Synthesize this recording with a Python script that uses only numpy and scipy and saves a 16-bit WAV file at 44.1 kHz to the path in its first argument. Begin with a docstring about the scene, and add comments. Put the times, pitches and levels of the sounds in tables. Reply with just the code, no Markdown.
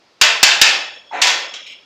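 """A hammer beats the folded edge of a large steel sheet three times, overloading a close microphone
in a hard-walled workshop. Each blow cracks, thumps and sets the sheet's modes ringing.
The sheet is then shifted: it slides, buckles with a hollow wobble, clangs twice, knocks lightly
and scrapes as it settles. A noise suppressor shortens the tails; gain control ducks the hardest hits."""
import sys
import numpy as np
from scipy import signal
from scipy.fft import rfft, irfft, next_fast_len
from scipy.io import wavfile
from scipy.ndimage import uniform_filter1d

SR = 44100
rng = np.random.default_rng(int(sys.argv[2]) if len(sys.argv) > 2 else 0)


def master(y):
    """Save y as 16-bit WAV."""
    cut = np.clip(np.atleast_2d(y).T, -1, 1)
    pcm = np.round(cut * 32767)  # scale
    wavfile.write(sys.argv[1], SR, pcm.astype(np.int16))


N = 81585
TIME = np.arange(N) / SR


def amp(db):
    """Decibels to gain."""
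    return 10 ** (np.asarray(db) / 20)

def unit(x):
    """Scales to rms 1."""
    return x / np.sqrt(np.mean(x ** 2) + 1e-20)

def read(points, hz):
    """Reads a table on a log-frequency axis."""
    point_hz, value = np.transpose(points)
    return np.interp(np.log(hz + 1), np.log(point_hz), value)

def add(mix, start_s, sound):
    """Mixes a sound in at its start time."""
    part = mix[round(start_s * SR):][:len(sound)]
    part += sound[:len(part)]

def coloured(x, spectrum, tilt_db=0):
    """Gives x a spectrum, tilted per octave about 3 kHz; rms 1."""
    size = next_fast_len(N)
    hz = np.fft.rfftfreq(size, 1 / SR)
    octaves = np.log2(np.maximum(hz, 500) / 3000)
    gain = amp(read(spectrum, hz) + tilt_db * octaves)
    return unit(irfft(rfft(x, size) * gain, size)[:N])

def noise(spectrum, tilt_db=0):
    """Steady noise with a spectrum."""
    return coloured(rng.standard_normal(N), spectrum, tilt_db)

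def resonant(x, bands):
    """Passes x through narrow resonances; rms 1."""
    out = np.zeros(N)
    for hz, width, db in bands:
        bandpass = signal.butter(2, [hz - width / 2, hz + width / 2], "band", fs=SR)
        out += amp(db) * signal.lfilter(*bandpass, x)
    return unit(out)

def struck(rise_s, t60):
    """Quick rise and a decay of 60 dB in t60 seconds."""
    return np.minimum(TIME / rise_s, 1) * amp(-60 * TIME / t60)

def impulses(per_s):
    """Randomly timed clicks of either sign."""
    return rng.choice([-1., 1.], N) * (rng.random(N) < per_s / SR)

def slips(spread_db=3):
    """A dense train of tiny slips of uneven size."""
    size = amp(spread_db * np.minimum(rng.exponential(1, N), 3))
    return size * impulses(per_s=3700)

# The workshop's hard walls. Each row: frequency in Hz, seconds to fall 60 dB.
WALL_T60 = [(100, 1.4), (500, 0.7266), (1400, 0.56), (3000, 0.5578), (6000, 0.415), (10000, 0.36),
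            (15000, 0.37)]
# Their colour. Each row, as in every spectrum below: frequency in Hz, relative spectral level in dB.
WALL_SPECTRUM = [(60, -18), (250, -2), (600, 5), (2000, 0.5), (5000, -0.5), (8000, -5.5), (15000, -5)]
def in_room(x, send_db=0):
    """Adds the workshop's tail: dense reflections that build up, each band dying at its own speed."""
    reflections = coloured(impulses(per_s=4000), WALL_SPECTRUM)
    hz, t, bands = signal.stft(reflections, SR, nperseg=256)
    decay = amp(-60 * t / read(WALL_T60, hz)[:, None])
    tail = signal.istft(bands * decay, SR, nperseg=256)[1][:N]
    tail *= np.minimum(TIME / 0.021, 1)
    return x + amp(send_db - 2.5) * signal.fftconvolve(x, tail / np.linalg.norm(tail))[:N]

# Room tone. Each row: frequency in Hz, level in dB.
AIR_SPECTRUM = [(25, -23.5), (100, -7), (300, 1.5), (1000, -0.5), (1500, -4), (2500, -5.5), (3500, -5.5),
                (4900, -5), (6500, -14.5), (8500, -27), (15000, -39)]
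def workshop_air():
    """Quiet air lies under everything from the start."""
    return amp(-50) * noise(AIR_SPECTRUM)

# Hammer on steel, close up. Each row: frequency in Hz, level in dB.
CRACK_SPECTRUM = [(40, -41.5), (150, -32.5), (450, -28.5), (800, -12.5), (1700, -3.5), (3300, 0),
                  (5000, 0.5), (7400, -7), (8600, -16.5), (11000, -32), (15500, -38)]
def contact_crack(rise_s, tilt_db):
    """Hard contact gives a short, bright burst."""
    return amp(1) * noise(CRACK_SPECTRUM, tilt_db) * struck(rise_s, t60=0.076)

# The fold's resonances. Each row: frequency in Hz, width in Hz, level in dB.
FOLD_BANDS = [(1763, 360, -7), (2380, 62, 6.5), (2620, 180, 8), (3100, 55, -3.5), (3300, 73, 0.5),
              (3640, 55, 8), (4515, 100, -0.5), (4810, 200, -6), (5667, 240, -14.5), (6790, 78, -11.5),
              (7280, 110, -3), (7680, 95, -7)]
def fold_bark(rise_s):
    """The folded edge barks briefly when hit."""
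    return amp(-5.5) * resonant(rng.standard_normal(N), FOLD_BANDS) * struck(rise_s, t60=0.29)

# The whole sheet's clang. Each row: frequency in Hz, level in dB.
CLANG_SPECTRUM = [(40, -42), (120, -31), (300, -19.5), (520, -17), (850, -6), (1200, -6), (1800, 3),
                  (2800, -0.5), (4600, -1), (6000, -2), (7500, -5), (8400, -21.5), (11000, -24.5),
                  (15500, -34.5)]
def sheet_clang(mode_bins, rise_s, tilt_db):
    """The same crowd of modes sounds at every hit, with new phases."""
    phases = np.exp(2j * np.pi * rng.random(len(mode_bins)))
    crowd = irfft(mode_bins * phases, N)
    return amp(-8) * coloured(crowd, CLANG_SPECTRUM, tilt_db) * struck(rise_s, t60=0.26)

# The thump's colour. Each row: frequency in Hz, level in dB.
THUMP_SPECTRUM = [(20, -18.5), (50, -9.5), (120, -3.5), (270, -7), (420, -2), (900, -24.5)]
def low_thump(rise_s):
    """A short, dull low thump comes with each hit."""
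    return amp(-19) * noise(THUMP_SPECTRUM) * struck(rise_s, t60=0.027)

# The sheet's strongest modes. Each row: frequency in Hz, level in dB, seconds to fall 60 dB.
SHEET_MODES = [(777, 8, 0.23), (1750, -5, 1), (1799, -17, 1), (2010, -28, .5), (2265, -16, 1),
               (2350, -8, 1), (2820, -6, .5), (2770, -7.5, 1), (2870, 14, 0.23), (3200, 6, 0.43),
               (3296, 2.5, 0.27), (4020, -3, 0.33), (4490, 16.5, 0.22), (7200, -9, 0.28), (9200, -24, 0.74),
               (11900, -28.5, .65)]
def sheet_ring(rise_s):
    """A few modes stand out as clear, dying tones."""
    return sum(amp(db - 27) * struck(rise_s, t60) * np.sin(2 * np.pi * (hz * TIME + rng.random()))
               for hz, db, t60 in SHEET_MODES)

# The rim's resonances. Each row: frequency in Hz, width in Hz, level in dB.
RIM_BANDS = [(545, 156, -6.5), (3350, 120, 2.5), (5348, 76, -1.5), (6660, 310, -18.5)]
def rim_song(rise_s):
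    """The rim sings on longest after each hit."""
    return amp(-26.5) * resonant(rng.standard_normal(N), RIM_BANDS) * struck(rise_s, t60=1.27)

# Hits close to the microphone. Each row: start in seconds, level in dB, trims of crack, clang and thump
# in dB, treble tilt in dB per octave, trim of ring and fold in dB, rise in seconds.
HITS = [(.2130, 0, -2, -0.5, -8, -0.5, -3, 0.00076), (0.4292, -1.5, 3.5, 3, 3.5, 0.24, -1.5, 0.0016),
        (.6143, 0, 1, 0.5, 6, 0.24, -4.5, 0.00079), (1.2150, 1.5, -5, -4, -5, 0.54, -11, 0.0083),
        (1.2692, -5.5, -5, -1.5, -38, -0.04, -18, 0.0029)]
def sheet_hits(mode_count=900):
    """Three hammer blows, then two clangs of the shifted sheet, each a new mix of the layers above."""
    out = np.zeros(N)
    bins = N // 2 + 1
    mode_bins = rng.random(bins) < 2 * mode_count / bins
    for start, level_db, crack_db, clang_db, thump_db, tilt_db, ring_db, rise_s in HITS:
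        crack = amp(crack_db) * contact_crack(rise_s, tilt_db)
        fold = amp(ring_db) * fold_bark(rise_s)
        clang = amp(clang_db) * sheet_clang(mode_bins, rise_s, tilt_db)
        thump = amp(thump_db) * low_thump(rise_s)
        ring = amp(ring_db) * sheet_ring(rise_s) + rim_song(rise_s)
        contact = in_room(crack + fold, send_db=-1.5) + in_room(thump, send_db=-8)
        add(out, start, amp(level_db) * (contact + in_room(clang, send_db=1) + ring))
    return out

# Faint slides of the edge. Each row: start in seconds, length in seconds, level in dB.
SLIDES = [(.93, 0.057, -44), (1.654, 0.089, -37), (1.755, .09, -67)]
# The rubbed edge's resonances. Each row: frequency in Hz, width in Hz, level in dB.
EDGE_BANDS = [(2450, 400, 1), (2750, 240, 2.5), (3200, 420, 2), (3620, 630, -4), (5250, 330, -4.5),
              (6630, 350, -10), (7500, 760, -22), (11000, 4000, -37)]
def edge_scrapes(ramp_s=0.013, fade_db=-1.5):
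    """The edge slides, its slips ringing a few narrow resonances."""
    pressure = np.zeros(N)
    for start, length, level_db in SLIDES:
        t = np.arange(0, length, 1 / SR)
        ramps = np.clip(np.minimum(t, length - t) / ramp_s, 0, 1)
        add(pressure, start, ramps * amp(level_db + fade_db * t / length))
    return in_room(pressure * resonant(slips(), EDGE_BANDS), send_db=-3)

# The swell of the crackle. Each row: time in seconds, level in dB.
CREASE_SWELL = [(1.108, -66), (1.116, -40), (1.130, -36.5), (1.135, -29.5), (1.17, -28), (1.21, -32.5),
                (1.24, -40)]
# Its colour. Each row: frequency in Hz, level in dB.
CREASE_SPECTRUM = [(100, -28), (300, -5.5), (650, -1.5), (1100, 0), (1700, 3.5), (2600, -0.5), (3000, -9.5),
                   (4100, -9), (4800, -21), (6600, -17.5), (8500, -36), (15000, -63)]
def crease_crackle():
    """Creases crackle as the sheet bends."""
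    swell_db = np.interp(TIME, *np.transpose(CREASE_SWELL), left=-120, right=-120)
    return in_room(coloured(slips(), CREASE_SPECTRUM) * amp(swell_db))

# The sheet giving way. Each row: start in seconds, level in dB, pitch in Hz.
BUCKLE_POPS = [(1.112, -25.5, 902), (1.126, -22.5, 844), (1.134, -21.5, 718), (1.144, -18, 763)]
def buckling():
    """The panel pops through in a few hollow wobbles."""
    pops = np.zeros(N)
    for start, level_db, hz in BUCKLE_POPS:
        tone = np.sin(2 * np.pi * hz * TIME)
        add(pops, start, amp(level_db) * tone * struck(rise_s=0.0015, t60=0.087))
    return in_room(pops, send_db=-6)

# The edge touching down. Each row: start in seconds, level in dB.
KNOCKS = [(1.537, -22), (1.560, -32)]
# A knock's colour. Each row: frequency in Hz, level in dB.
KNOCK_SPECTRUM = [(60, -52), (400, -16), (1000, -27), (1300, -8.5), (2200, -3), (3300, 2.5), (4200, -7),
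                  (5400, -6), (7300, -10.5), (8800, -34), (15000, -49)]
def edge_knocks():
    """The edge knocks lightly as the sheet settles."""
    knocks = np.zeros(N)
    for start, level_db in KNOCKS:
        add(knocks, start, amp(level_db) * noise(KNOCK_SPECTRUM) * struck(rise_s=0.0042, t60=0.093))
    return in_room(knocks, send_db=-1)

def noise_suppressor(x, cut_db=5.5, shut_db=8, open_db=15):
    """Turns down each band as it nears its own floor, shortening the tails."""
    bands = signal.stft(x, nperseg=512, noverlap=384)[2]
    power = (abs(bands) ** 2).mean(0)
    power = uniform_filter1d(uniform_filter1d(power, size=5, axis=0), size=5, axis=1)
    level_db = 10 * np.log10(abs(power) + 1e-16)
    floor_db = uniform_filter1d(np.percentile(level_db, 7, axis=1), size=7)
    shut = np.clip((open_db - level_db + floor_db[:, None]) / (open_db - shut_db), 0, 1)
    return signal.istft(bands * amp(-cut_db * shut), nperseg=512, noverlap=384)[1][:, :N]

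def gain_control(x, threshold_db=-7.5, react_s=0.016, recover_db_per_s=55.5):
    """The gain dips just after the hardest cracks and recovers steadily."""
    pole = np.exp(-1 / (react_s * SR))
    smoother = [1 - pole], [1, -pole]
    power = signal.lfilter(*smoother, (x ** 2).mean(0))
    excess_db = np.maximum(10 * np.log10(power + 1e-12) - threshold_db, 0)
    recovery = recover_db_per_s * TIME
    held_db = np.maximum.accumulate(excess_db + recovery) - recovery
    return x * amp(-signal.lfilter(*smoother, held_db))

def scene():
    """One microphone close to the sheet feeds both channels alike."""
    sheet = sheet_hits() + edge_scrapes() + crease_crackle() + buckling() + edge_knocks()
    mono = sheet + workshop_air()
    return np.array([mono, mono])

def record(dry):
    """Noise suppression, gain control, clipping at full scale, then a 15.6 kHz band limit."""
    clipped = np.clip(gain_control(noise_suppressor(dry)), -1, 1)
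    lowpass = signal.firwin(255, 15600, window=("kaiser", 8), fs=SR)
    return signal.oaconvolve(clipped, lowpass[None], "same")


dry = scene()
out = record(dry)
master(out)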